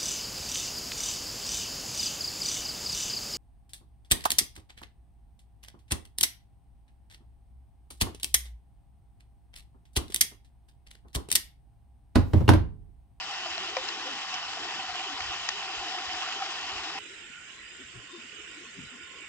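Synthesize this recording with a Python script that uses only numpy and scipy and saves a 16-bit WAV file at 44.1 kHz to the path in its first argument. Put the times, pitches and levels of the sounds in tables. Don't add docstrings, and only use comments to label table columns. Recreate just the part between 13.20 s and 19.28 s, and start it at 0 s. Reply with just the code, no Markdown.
import sys
import numpy as np
from scipy import signal
from scipy.fft import rfft, irfft, next_fast_len
from scipy.io import wavfile
from scipy.ndimage import uniform_filter1d, map_coordinates

SR = 44100
rng = np.random.default_rng(int(sys.argv[2]) if len(sys.argv) > 2 else 0)


def store_pcm(level_fs):
    pcm = np.round(np.clip(level_fs, -1, 1) * 32767).astype(np.int16)
    wavfile.write(sys.argv[1], SR, np.atleast_2d(pcm).T)


def voltage_ratio(level):
    return 10 ** (np.asarray(level, float) / 20)


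N = 268216
CUT_S = 3.7893

# pitch_hz [Hz], left_db [dB], right_db [dB], likeness [0-1], left_lead [rad]
ROAR_COLOUR = [(525, -40, -42, .9, .1), (596, -17, -20, 1, .1), (684, -4.5, -4, 0.8, 0.18),
               (1050, -2.5, -3, 0.91, 0.33), (1690, -8.5, -7, 1, 0.97), (2275, -6, -3.5, 0.34, 0.84),
               (2990, 0.5, 5.5, 0.69, 2.15), (3476, 1, 0, 1, 2.39), (4500, -2, -15.5, 0.6, 1.67),
               (5140, 1.5, -5.5, 0.73, 2.35), (5850, -5.5, -30, 0.2, 13), (6260, -5, -37.5, .38, 8.2),
               (7370, -9, -26, 0.05, 9.4), (8740, -24, -46.5, .12, 9.6), (9280, -37, -43.5, 0.06, 9.6)]
# pitch_hz [Hz], width_hz [Hz], boost_db [dB]
PAN_AIR = [(1074, 214, 3.5), (1452, 106, 4.5), (1860, 220, 7.5), (2590, 44, 4), (3030, 36, 2.5),
           (5110, 200, 0.5)]
# start_s [s], level_db [dB]
HIGH_FLOW = [
    (0, -39.5),
    (.3, -39.5),
    (1.1, -38.5),
    (1.23, -40),
    (1.4, -39),
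    (2.6, -39.5),
    (3, -38.5),
    (3.4, -39),
    (3.79, -39.5),
]


def flame_roar(surge):
    drive = unit(patchy(patchy_db=1.5)) + voltage_ratio(-13) * sizzle(rate=200, spread_db=3.5)
    flicker_db = .5 * surge + .7 * wobble(45)
    flow_db, = curves(HIGH_FLOW)
    return voltage_ratio(flow_db + 3.5 + flicker_db) * unit(ports(drive, ROAR_COLOUR, PAN_AIR))


def sizzle(rate, spread_db):
    size_db = spread_db * np.minimum(rng.exponential(size=N), 2)
    pops = (rng.random(N) < rate / SR) * voltage_ratio(size_db)
    life = voltage_ratio(-60 * np.arange(400) / SR / 0.0036)
    spray = signal.fftconvolve(pops, life)[:N] * rng.standard_normal((2, N))
    return unit(spray + 4 * pops)


# pitch_hz [Hz], left_db [dB], right_db [dB], likeness [0-1], left_lead [rad]
BOOM_COLOUR = [(613, -21, -20, 0.77, 0.11), (650, -14, -13, 0.74, .15), (752, -5.5, -6, 0.99, 0.25),
               (775, -2.5, -1.5, 0.9, .2), (905, -19, -24.5, 0.99, .2)]
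# start_s [s], peak_db [dB], length_s [s], pitch_hz [Hz]
CAVITY_BOOMS = [(0.107, -37, 0.025, 803), (0.231, -40, 0.0074, 725), (0.263, -27.5, 0.0054, 721),
                (0.382, -29.5, 0.0055, 700), (0.44, -39, 0.013, 790), (0.488, -35, 0.0069, 730),
                (0.675, -37.5, 0.013, 780), (0.781, -40, 0.023, 757), (0.877, -37, 0.019, 772),
                (1.023, -44, 0.016, 790), (1.134, -38, 0.025, 745), (1.142, -36, 0.024, 770),
                (1.375, -31, 0.007, 723), (1.435, -45, 0.012, 790), (1.454, -32.5, 0.0072, 750),
                (1.599, -29.5, 0.013, 780), (1.645, -39, 0.017, 770), (1.696, -34, 0.016, 744),
                (1.718, -39, 0.01, 770), (1.753, -31, 0.01, 742), (1.806, -32.5, 0.016, 743),
                (1.908, -35, 0.012, 756), (2.003, -32, 0.016, 740), (2.122, -33.5, 0.012, 748),
                (2.226, -43, 0.011, 780), (2.287, -38, 0.0087, 810), (2.317, -41, 0.029, 799),
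                (2.458, -37.5, 0.026, 775), (2.503, -33.5, 0.016, 777), (2.616, -38.5, 0.032, 746),
                (2.636, -37.5, 0.033, 780), (2.732, -37, 0.029, 767), (2.761, -36, 0.0093, 757),
                (2.786, -35, 0.016, 736), (2.84, -36, 0.016, 728), (2.904, -36.5, 0.028, 728),
                (2.938, -34, 0.011, 760), (2.973, -35.3, 0.036, 757), (3.024, -42, 0.017, 750),
                (3.089, -36.5, 0.031, 750), (3.22, -33, 0.028, 761), (3.228, -29, 0.013, 727),
                (3.275, -44, 0.013, 750), (3.449, -40.5, 0.015, 710), (3.511, -37.5, 0.027, 781),
                (3.676, -35.5, 0.014, 753), (3.762, -31, 0.016, 778)]
# start_s [s],
# peak_db [dB], length_s [s], pitch_hz [Hz]
PAN_POCKETS = [(0.284, -44.5, 0.039, 343), (0.361, -47.5, 0.034, 376), (0.423, -45.5, 0.034, 355),
               (0.643, -47.2, 0.022, 352), (0.721, -45, 0.025, 322), (0.837, -48, 0.027, 332),
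               (0.877, -41, 0.028, 527), (0.882, -48, 0.019, 318), (0.905, -49, 0.072, 273.6),
               (1.411, -47, 0.021, 340), (1.426, -52, 0.11, 420), (1.451, -49.5, 0.029, 323),
               (1.519, -47, 0.017, 405), (1.79, -49.5, 0.051, 338), (1.873, -42, 0.016, 376),
               (1.92, -46.5, 0.046, 294), (2.12, -49, 0.053, 409), (2.369, -50.9, 0.072, 403),
               (2.495, -48.5, 0.074, 376), (2.555, -47.5, 0.027, 441), (2.657, -45.5, 0.066, 341),
               (2.672, -61, 0.12, 323), (2.679, -49, 0.038, 458), (2.787, -46, 0.038, 345),
               (2.939, -49, 0.069, 382.5), (3.288, -45, 0.018, 360), (3.535, -48.5, 0.051, 366),
               (3.675, -43.5, 0.024, 354), (3.694, -60, 0.041, 385), (3.713, -49.5, 0.14, 373),
               (3.762, -46.5, 0.017, 260)]


def pan_boom(surge):
    swell = voltage_ratio(.8 * surge + 2.5 * wobble(60))
    bed = unit(swell * ports(patchy(patchy_db=.8), BOOM_COLOUR))
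    booms = whumps(CAVITY_BOOMS, waver=0.0247, pan_db=0.0, lead=0.3, trim_db=-3.0)
    pockets = whumps(PAN_POCKETS, waver=.09, pan_db=2.9, lead=.3, trim_db=-2.5)
    return voltage_ratio(-49.5) * bed + booms + pockets


def high_flame():
    surge = wobble(16)
    return flame_roar(surge) + pan_boom(surge)


# start_s [s], snap_db [dB], body_db [dB], body_pitch_hz [Hz], snap_t60_s [s]
TICKS = [(0.261, -43, 8.5, 960, 0.014), (0.379, -30, 2, 1010, 0.013), (0.4834, -40, -10, 1430, 0.02),
         (0.5662, -30.5, -15, 2180, 0.041), (0.687, -32.5, -9, 1830, 0.012), (.7362, -38, 3, 1050, 0.022),
         (0.8684, -31, 0, 1130, 0.02), (0.9834, -37.5, 4, 1200, 0.02), (1.1415, -27.5, -4, 1100, 0.033),
         (1.3325, -32.5, 2, 1400, 0.026), (1.5822, -36, -3, 1000, 0.02), (1.7547, -31, 1, 1100, 0.019),
         (1.8407, -41.5, 9.5, 1420, 0.022), (1.8696, -49, -10.5, 1200, 0.013),
         (2.005, -36.5, 9.5, 1390, 0.025), (2.0428, -42.5, -2, 940, .02),
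         (2.2878, -20.5, -13.5, 1100, 0.015), (2.2896, -23, -11, 1740, 0.016), (2.4252, -40, 6, 1900, .015),
         (2.4914, -50, -9, 1200, 0.016), (2.785, -37.5, 7, 1320, 0.028), (2.9324, -31, -4, 2930, 0.02),
         (2.984, -38, 5, 1880, .015), (3.0868, -44, -3, 1895, 0.018), (3.2224, -37.5, 10.5, 1310, 0.019),
         (3.261, -32, 1, 1050, 0.026), (3.7012, -36.5, 3, 1140, 0.018)]
# pitch_hz [Hz], level_db [dB]
PAN_RING = [(4050, -5), (4700, -15), (5250, -4), (6100, -12)]
# pitch_hz [Hz], left_db [dB], right_db [dB], likeness [0-1], left_lead [rad]
SNAP_COLOUR = [(500, -32.5, -26.5, .8, .1), (700, -4.5, -3, .9, .2), (960, 0.5, -2.5, 0.91, 0.72),
               (2880, 3.5, 11.5, 0.93, 2), (3830, 1, -34.5, .4, 10), (6940, 8, -9, 0.28, 3.8),
               (7900, -8, -29.5, .2, 3), (10500, -43, -51.5, .3, 3), (13000, -45, -58, 0.17, 3)]


def ticks():
    out = np.zeros((2, N))
    t = np.arange(1500) / SR

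    def band(lo_hz, hi_hz):
        sos = signal.butter(2, [lo_hz, hi_hz], "band", fs=SR, output="sos")
        return unit(signal.sosfilt(sos, rng.standard_normal((2, len(t)))))

    def dies(t60):
        return voltage_ratio(-60 * t / t60) * (1 - np.exp(-t / 0.00057))

    ring = sum(voltage_ratio(level_db) * np.sin(2 * np.pi * hz * t) for hz, level_db in PAN_RING)
    for s, snap_db, body_db, body_hz, t60 in TICKS:
        snap = (.5 * band(2600, 6900) + ring) * dies(t60)
        snap = snap + 0.84 * band(900, 9000)[0] * dies(0.0037)
        tone = 0.83 * band(750, 2600) + 0.92 * np.sin(2 * np.pi * body_hz * t)
        body = voltage_ratio(body_db) * tone * dies(0.94 * t60)
        out[:, round(s * SR):][:, :len(t)] += voltage_ratio(snap_db - 1.5) * (snap + body)
    return ports(out, SNAP_COLOUR)


# start_s [s], peak_db [dB], pitch_hz [Hz], t60_s [s],
# left_over_right_db [dB]
CLICKS = [(.3797, -21, 4100, .012, 10), (.3797, -25, 2900, .005, -2), (.3799, -25, 5400, .008, 10),
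          (.5681, -20, 3700, .005, 3), (.5679, -21, 5400, .012, 9), (.6876, -25, 2600, .005, 0),
          (1.1413, -24, 4000, .006, 6), (2.0046, -27, 1400, .008, 0), (2.2894, -20, 1100, .01, 0),
          (2.2900, -18, 3400, .005, 0), (2.2906, -24, 7400, .005, 16), (.6877, -21, 4050, .016, 10),
          (.6879, -21, 5250, .012, 9), (1.1411, -19, 5200, .012, 9), (1.1410, -26, 2900, .012, -2),
          (1.1500, -26, 1700, .006, 0), (2.0072, -26, 4600, .01, 10), (2.2880, -27, 6100, .02, 16),
          (2.2891, -17, 5900, .014, 14), (2.2896, -16, 1900, .009, -2), (2.2901, -13, 4700, .011, 9),
          (2.2930, -24, 6400, .01, 16), (2.9331, -24, 4600, .01, 10), (3.0870, -19, 1500, .006, 0),
          (3.2030, -27, 1300, .02, 0), (3.2215, -24, 1250, .025, 0), (3.0873, -27, 5400, .01, 9)]


def clicks():
    attack_s, right_lag_s = .0002, .00011
    out = np.zeros((2, N))
    t = np.arange(SR // 20) / SR
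    since = np.maximum(t - np.array([[0], [right_lag_s]]), 0)
    for s, db, hz, t60, pan_db in CLICKS:
        envelope = voltage_ratio(db - 60 * since / t60) * (1 - np.exp(-since / attack_s))
        ring = envelope * np.sin(2 * np.pi * hz * since)
        out[:, round(s * SR):][:, :len(t)] += ring * voltage_ratio([[min(pan_db, 0)], [-max(pan_db, 0)]])
    return signal.sosfilt(signal.butter(4, (720, 7900), "band", fs=SR, output="sos"), out)


# pitch_hz [Hz], level_db [dB], t60_s [s]
CAN_MODES = [(520, -7, 0.11), (743, -3.5, 0.031), (860, -32, 0.015), (1000, -5, 0.024), (1240, -17, .03),
             (1820, -13, .03), (2010, -11, 0.027), (2340, -7, 0.026), (2620, -16, 0.014),
             (4630, -14, 0.023), (5220, -15, .015)]


def can_tap():
    start_s, peak_db = .5678, -11
    out = np.zeros(N)
    t = np.arange(SR // 8) / SR
    ring = 0
    for k, (hz, db, t60) in enumerate(CAN_MODES):
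        ring = ring + (-1) ** k * voltage_ratio(db - 60 * t / t60) * np.sin(2 * np.pi * hz * t)
    out[round(start_s * SR):][:len(t)] = voltage_ratio(peak_db - 6) * ring * (1 - np.exp(-t / .0005))
    wall = signal.butter(2, [420, 7000], "band", fs=SR, output="sos")
    return signal.sosfilt(wall, out) * voltage_ratio([[.6], [-.6]])


# pitch_hz [Hz], left_db [dB], right_db [dB], likeness [0-1], left_lead [rad]
HISS_COLOUR = [(504, -20.5, -17.5, 0.85, 0), (750, -17.5, -18, 0.9, 0.6), (1050, -19, -15, 0.54, 0.6),
               (1400, -15, -3, 0.77, -1.5), (2030, -10, -0.5, 0.42, 0.5), (2530, -13.5, 2.5, 0.23, 1.5),
               (2965, -14, 4, 0.088, -0.5), (3570, -14, -7.5, .1, 5), (4260, -15, -25.5, .08, 1),
               (4800, -12.5, -42, .05, -1), (5900, -19.5, -20.5, .05, -5), (7030, -10.5, -39, .05, 8),
               (8470, -18, -38, .05, 0), (9120, -40, -36.5, .05, 4)]
# start_s [s], level_db [dB]
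LOW_FLOW = [
    (3.8, -56),
    (4.1, -58),
    (4.5, -58.5),
    (4.76, -56.5),
    (4.84, -59.5),
    (5.05, -57),
    (5.6, -58),
    (6.08, -58),
]
# pitch_hz [Hz], left_db [dB], right_db [dB], likeness [0-1], left_lead [rad]
WHISPER_COLOUR = [(3770, -7, -31, .1, 2), (3920, 5.5, -15, .1, 2), (4430, -17, -27, .1, 2),
                  (5030, -1, -10, .1, 2), (6000, -9.5, -16, .1, 2), (6300, 4.5, -16, .1, 2),
                  (6540, -16, -21, .1, 2)]
# start_s [s], level_db [dB]
RIM_FLOW = [(3.82, -60), (3.89, -54.5), (4.22, -72), (4.29, -55.5), (4.49, -72), (4.64, -61), (5.69, -55.5),
            (5.72, -74), (5.93, -74), (5.98, -62), (6.08, -69)]


def flame_hiss():
    flow_db, = curves(LOW_FLOW)
    rim_db, = curves(RIM_FLOW)
    hiss = voltage_ratio(flow_db + 10.5) * unit(ports(patchy(patchy_db=1.6), HISS_COLOUR))
    whisper = voltage_ratio(rim_db - 3.5) * unit(ports(patchy(patchy_db=2.2), WHISPER_COLOUR))
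    return patches(hiss + whisper, [4.5, 1.5], bins=1, frames=18)


# pitch_hz [Hz], left_db [dB], right_db [dB], likeness [0-1], left_lead [rad]
JET_COLOUR = [(5800, -25.5, -42, .1, 2), (6930, -9.5, -31, .1, 2), (7580, 2, -28.5, .25, 2),
              (8040, -29, -43, .1, 2), (8580, -10, -52, .2, -1.5), (9100, -34, -39, .1, -1),
              (9600, -44, -61, .1, -1)]


def gas_jet():
    unsteady = voltage_ratio(.8 * wobble(5) + 2.5 * wobble(130))
    return voltage_ratio(-59) * unit(unsteady * ports(patchy(patchy_db=.8), JET_COLOUR))


# pitch_hz [Hz], width_hz [Hz], left_db [dB], right_db [dB]
POT_AIR = [(1435, 79, -60.5, -57.5), (1880, 110, -66.5, -59.5), (2530, 120, -69, -75), (3000, 58, -67, -69),
           (3624, 61, -61, -73)]
# pitch_hz [Hz], width_hz [Hz], left_db [dB], right_db [dB]
THROAT = [(1065, 72, -.5, .5)]
# start_s [s], level_db [dB], length_s [s]
SONGS = [
    (4.37, -66.5, 0.2),
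    (4.77, -63.5, 0.13),
    (4.94, -61.5, 0.13),
    (5.35, -70, 0.37),
    (5.46, -64, 0.046),
    (5.75, -61, 0.042),
    (5.93, -63.5, 0.24),
]


def pot_song():
    throat_db = swells(SONGS, -83, spread=0.35) - 0.5
    throat = voltage_ratio(throat_db + 5.0) * choir(THROAT, rate=5, swell_db=1.0, alike=0.55)
    return throat + choir(POT_AIR, rate=12, swell_db=3.5, alike=.5)


# start_s [s], peak_db [dB], length_s [s],
# pitch_hz [Hz]
POT_POCKETS = [(3.923, -54.5, 0.045, 352), (4.037, -56.5, 0.053, 373), (4.103, -49, 0.01, 253),
               (4.531, -58, 0.022, 347), (4.604, -51, 0.019, 400), (4.613, -52, 0.029, 263),
               (4.752, -56.5, 0.031, 359), (4.844, -55.7, 0.024, 280), (4.95, -44.5, 0.036, 335),
               (4.952, -52, 0.075, 331.7), (4.992, -50.5, 0.02, 229), (5.055, -50, 0.019, 236),
               (5.198, -49, 0.012, 390), (5.201, -53.5, 0.025, 477), (5.391, -53.5, 0.06, 289),
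               (5.402, -56, 0.047, 325), (5.428, -52, 0.035, 380), (5.486, -54, 0.024, 257),
               (5.569, -52.5, 0.029, 370), (5.605, -48, 0.049, 250), (5.611, -59, 0.074, 205),
               (5.747, -51, 0.041, 254), (5.814, -54, 0.044, 335), (5.967, -57.5, 0.047, 410),
               (4.78, -47.5, 0.045, 127),
    (5.61, -49, 0.057, 162),
]


def low_flame():
    pockets = whumps(POT_POCKETS, waver=.09, pan_db=3.5, lead=.2, trim_db=-0.9)
    return flame_hiss() + gas_jet() + pot_song() + pockets


# pitch_hz [Hz], left_db [dB], right_db [dB], likeness [0-1], left_lead [rad]
FLUTTER_COLOUR = [(166, -34, -22.5, 0.48, .05), (251, -8.5, -15, 0.75, .05), (346, -3, -10, 0.76, .05),
                  (430, -3.5, -11.5, 0.82, .05), (542, -13, -17.5, 1, .05), (584, -28.5, -36, .8, .05)]
# start_s [s], level_db [dB]
UNREST = [(0.0, -61.5), (0.81, -52.5), (1.1, -59.5), (1.22, -60.5), (1.47, -55), (1.64, -58), (1.86, -61),
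          (1.96, -58), (2.34, -62.5), (2.62, -56.5), (3.03, -58), (3.64, -54.5), (4.17, -70.5),
          (4.4, -67.5), (4.88, -64.5), (5.28, -65), (5.64, -63), (6.08, -64)]
# pitch_hz [Hz], left_db [dB], right_db [dB], likeness [0-1], left_lead [rad]
PUFF_COLOUR = [(59, -26.5, -30, .7, .05), (94, -8, -7, 0.29, .05), (150, -2.5, -7.5, 0.89, .05),
               (205, -3, -6.5, 0.95, .05), (314, -20, -17, 0.67, .05)]
# start_s [s], level_db [dB], length_s [s]
PUFFS = [
    (.41, -59, 0.11),
    (.94, -61, 0.08),
    (1.58, -62.5, 0.14),
    (2.06, -69, 0.092),
    (2.48, -63.5, 0.074),
    (3.53, -63, 0.081),
    (3.77, -61, 0.063),
    (4.78, -59.5, 0.069),
    (5.61, -50.5, 0.093),
]


def flutter():
    flap_db, = curves(UNREST)
    puff_db = swells(PUFFS, (-67.5, -69.5), spread=0.26)
    flap = unit(ports(patchy(patchy_db=4.0, bins=1, frames=10), FLUTTER_COLOUR))
    puff = unit(ports(patchy(patchy_db=0.8), PUFF_COLOUR))
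    return voltage_ratio(flap_db + 2.0) * flap + voltage_ratio(puff_db + 0.15) * puff


# pitch_hz [Hz], left_db [dB], right_db [dB], likeness [0-1], left_lead [rad]
BREEZE_COLOUR = [(12, -13.5, -26, .45, .05), (35.2, -10, -6.5, 0.28, .05), (73, -0.5, -2.5, 0.84, .05),
                 (135, -13.5, -7, 0.71, .05)]
# start_s [s], level_db [dB], length_s [s]
GUSTS = [(0.31, -67, 0.073), (0.47, -64, 0.1), (0.63, -67, 0.11), (0.94, -74, 0.097), (1.33, -68, 0.14),
         (1.72, -62, 0.064), (2.04, -58, 0.17), (2.24, -69, 0.078), (2.61, -60.5, 0.082), (2.94, -66, 0.12),
         (3.53, -62, 0.22), (4.79, -57, 0.061), (5.25, -65.5, 0.059), (5.63, -63, 0.11)]


def breeze():
    gust_db = swells(GUSTS, -72.5, spread=0.4)
    rumble = unit(voltage_ratio(1.3 * wobble(41)) * ports(patchy(patchy_db=2.9), BREEZE_COLOUR))
    return voltage_ratio(gust_db + 3.0) * rumble


# pitch_hz [Hz], width_hz [Hz], left_db [dB], right_db [dB]
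CRICKETS = [(5000, 64, -68, -65), (5630, 35, -69.5, -78), (5560, 75, -77.5, -81.5), (6950, 60, -80.5, -83),
            (8250, 40, -77.5, -83.5)]


def crickets():
    return choir(CRICKETS, rate=17, swell_db=3.5, alike=.1)


def whumps(rows, waver, pan_db, lead, trim_db):
    pitch_sag = 0.036
    sudden = 1.4
    t = np.arange(N) / SR
    out = np.zeros((2, N))
    drift = np.cumsum(waver * wobble(70)) / SR
    for s, db, length, hz in rows:
        near = slice(max(round((s - 2 * length) * SR), 0), round((s + 2 * length) * SR))
        since = t[near] - s
        u = since / length + .2
        turns = hz * (since - .5 * pitch_sag * u * since + drift[near])
        bell = np.exp(-2 * (u * np.where(u < 0, sudden, 1 / sudden)) ** 2)
        out[:, near] += voltage_ratio(db) * bell * np.sin(2 * np.pi * turns - [[0], [lead]])
    rough_db = 3 * waver / 0.18 * wobble(50)
    return out * voltage_ratio(np.array([[trim_db + pan_db], [trim_db - pan_db]]) + rough_db)


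def choir(lines, rate, swell_db, alike):
    m = next_fast_len(N)
    hz = np.fft.rfftfreq(m, 1 / SR)
    out = np.zeros((2, N))
    for c, w, left_db, right_db in lines:
        a, b = irfft(rfft(rng.standard_normal((2, m))) / (1 + ((hz - c) / w) ** 4), m)[:, :N]
        song = voltage_ratio(swell_db * wobble(rate)) * np.array([a, alike * a + (1 - alike) * b])
        out += voltage_ratio([[left_db], [right_db]]) * unit(song)
    return out


def ports(pair, table, peaks=()):
    m = next_fast_len(N + 8192)
    hz = np.fft.rfftfreq(m, 1 / SR)
    f, *cols = np.transpose(table)
    left_db, right_db, alike, lead = [np.interp(np.log(hz + 1), np.log(f), c) for c in cols]
    bumps_db = sum(db / (1 + ((hz - c) / w) ** 2) for c, w, db in peaks)
    inside = voltage_ratio(bumps_db) * (hz > f[0] * .9) * (hz < f[-1] * 1.03)
    shared, private = rfft(pair, m) * inside
    alike = np.clip(alike, 0, 1)
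    right = alike * shared * np.exp(-1j * lead) + np.sqrt(1 - alike ** 2) * private
    return irfft([shared * voltage_ratio(left_db), right * voltage_ratio(right_db)], m)[:, :N]


def patches(x, depth_db, bins, frames):
    z = signal.stft(x, nperseg=512)[2]
    field = uniform_filter1d(rng.standard_normal(z.shape[1:]), bins, 0)
    field = uniform_filter1d(field, frames, 1)
    gain = voltage_ratio(np.reshape(depth_db, (-1, 1, 1)) * unit(field))
    return signal.istft(z * gain, nperseg=512)[1][:, :N]


def patchy(patchy_db, bins=6, frames=8):
    return patches(rng.standard_normal((2, N)), patchy_db, bins, frames)


def swells(rows, calm_db, spread):
    t = np.arange(N) / SR
    calm = np.where(t < CUT_S, *np.broadcast_to(calm_db, 2))
    power = sum(voltage_ratio(2 * db) * np.exp(-((t - s) / (spread * length)) ** 2) for s, db, length in rows)
    return 10 * np.log10(power + voltage_ratio(2 * calm))


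def curves(rows):
    s, *cols = np.transpose(rows)
    return [np.interp(np.arange(N) / SR, s, c) for c in cols]


def wobble(rate):
    return map_coordinates(rng.standard_normal(int(N * rate / SR) + 4), [np.arange(N) * rate / SR])


def unit(x):
    return x / np.sqrt(np.mean(x ** 2) + 1e-20)


def scene():
    after = np.arange(N) - round(CUT_S * SR)
    pan_side = high_flame() + ticks() + clicks() + can_tap()
    both = np.where(after < 0, pan_side, low_flame())
    late = after - np.array([[1], [0]])
    click = voltage_ratio([[-31], [-34]]) * (late >= 0) * np.exp(-np.abs(late) / 4)
    return both + click + flutter() + breeze() + crickets()


def frayed(x, edge_hz, ragged_hz):
    hz, t, z = signal.stft(x, SR, nperseg=1024)
    jumps = rng.standard_normal((2, 1, len(t) // 2 + 1)).repeat(2, axis=2)[..., :len(t)]
    edge = edge_hz + ragged_hz * jumps
    keep = (hz[:, None] < edge) | (hz[:, None] > 9570)
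    return signal.istft(z * keep, SR, nperseg=1024)[1][:, :N]


def low_pass(x):
    return signal.sosfilt(signal.butter(12, 15720, fs=SR, output="sos"), x)


def record(dry):
    fade = np.clip(np.arange(N)[::-1] / .001 / SR, 0, 1)
    above = signal.butter(8, 10400, "high", fs=SR, output="sos")
    grit = voltage_ratio(-90.0) * signal.sosfilt(above, rng.standard_normal(dry.shape))
    mix = frayed(fade * dry, edge_hz=9460, ragged_hz=360) + grit
    return low_pass(mix)


dry = scene()
out = record(dry)
store_pcm(out)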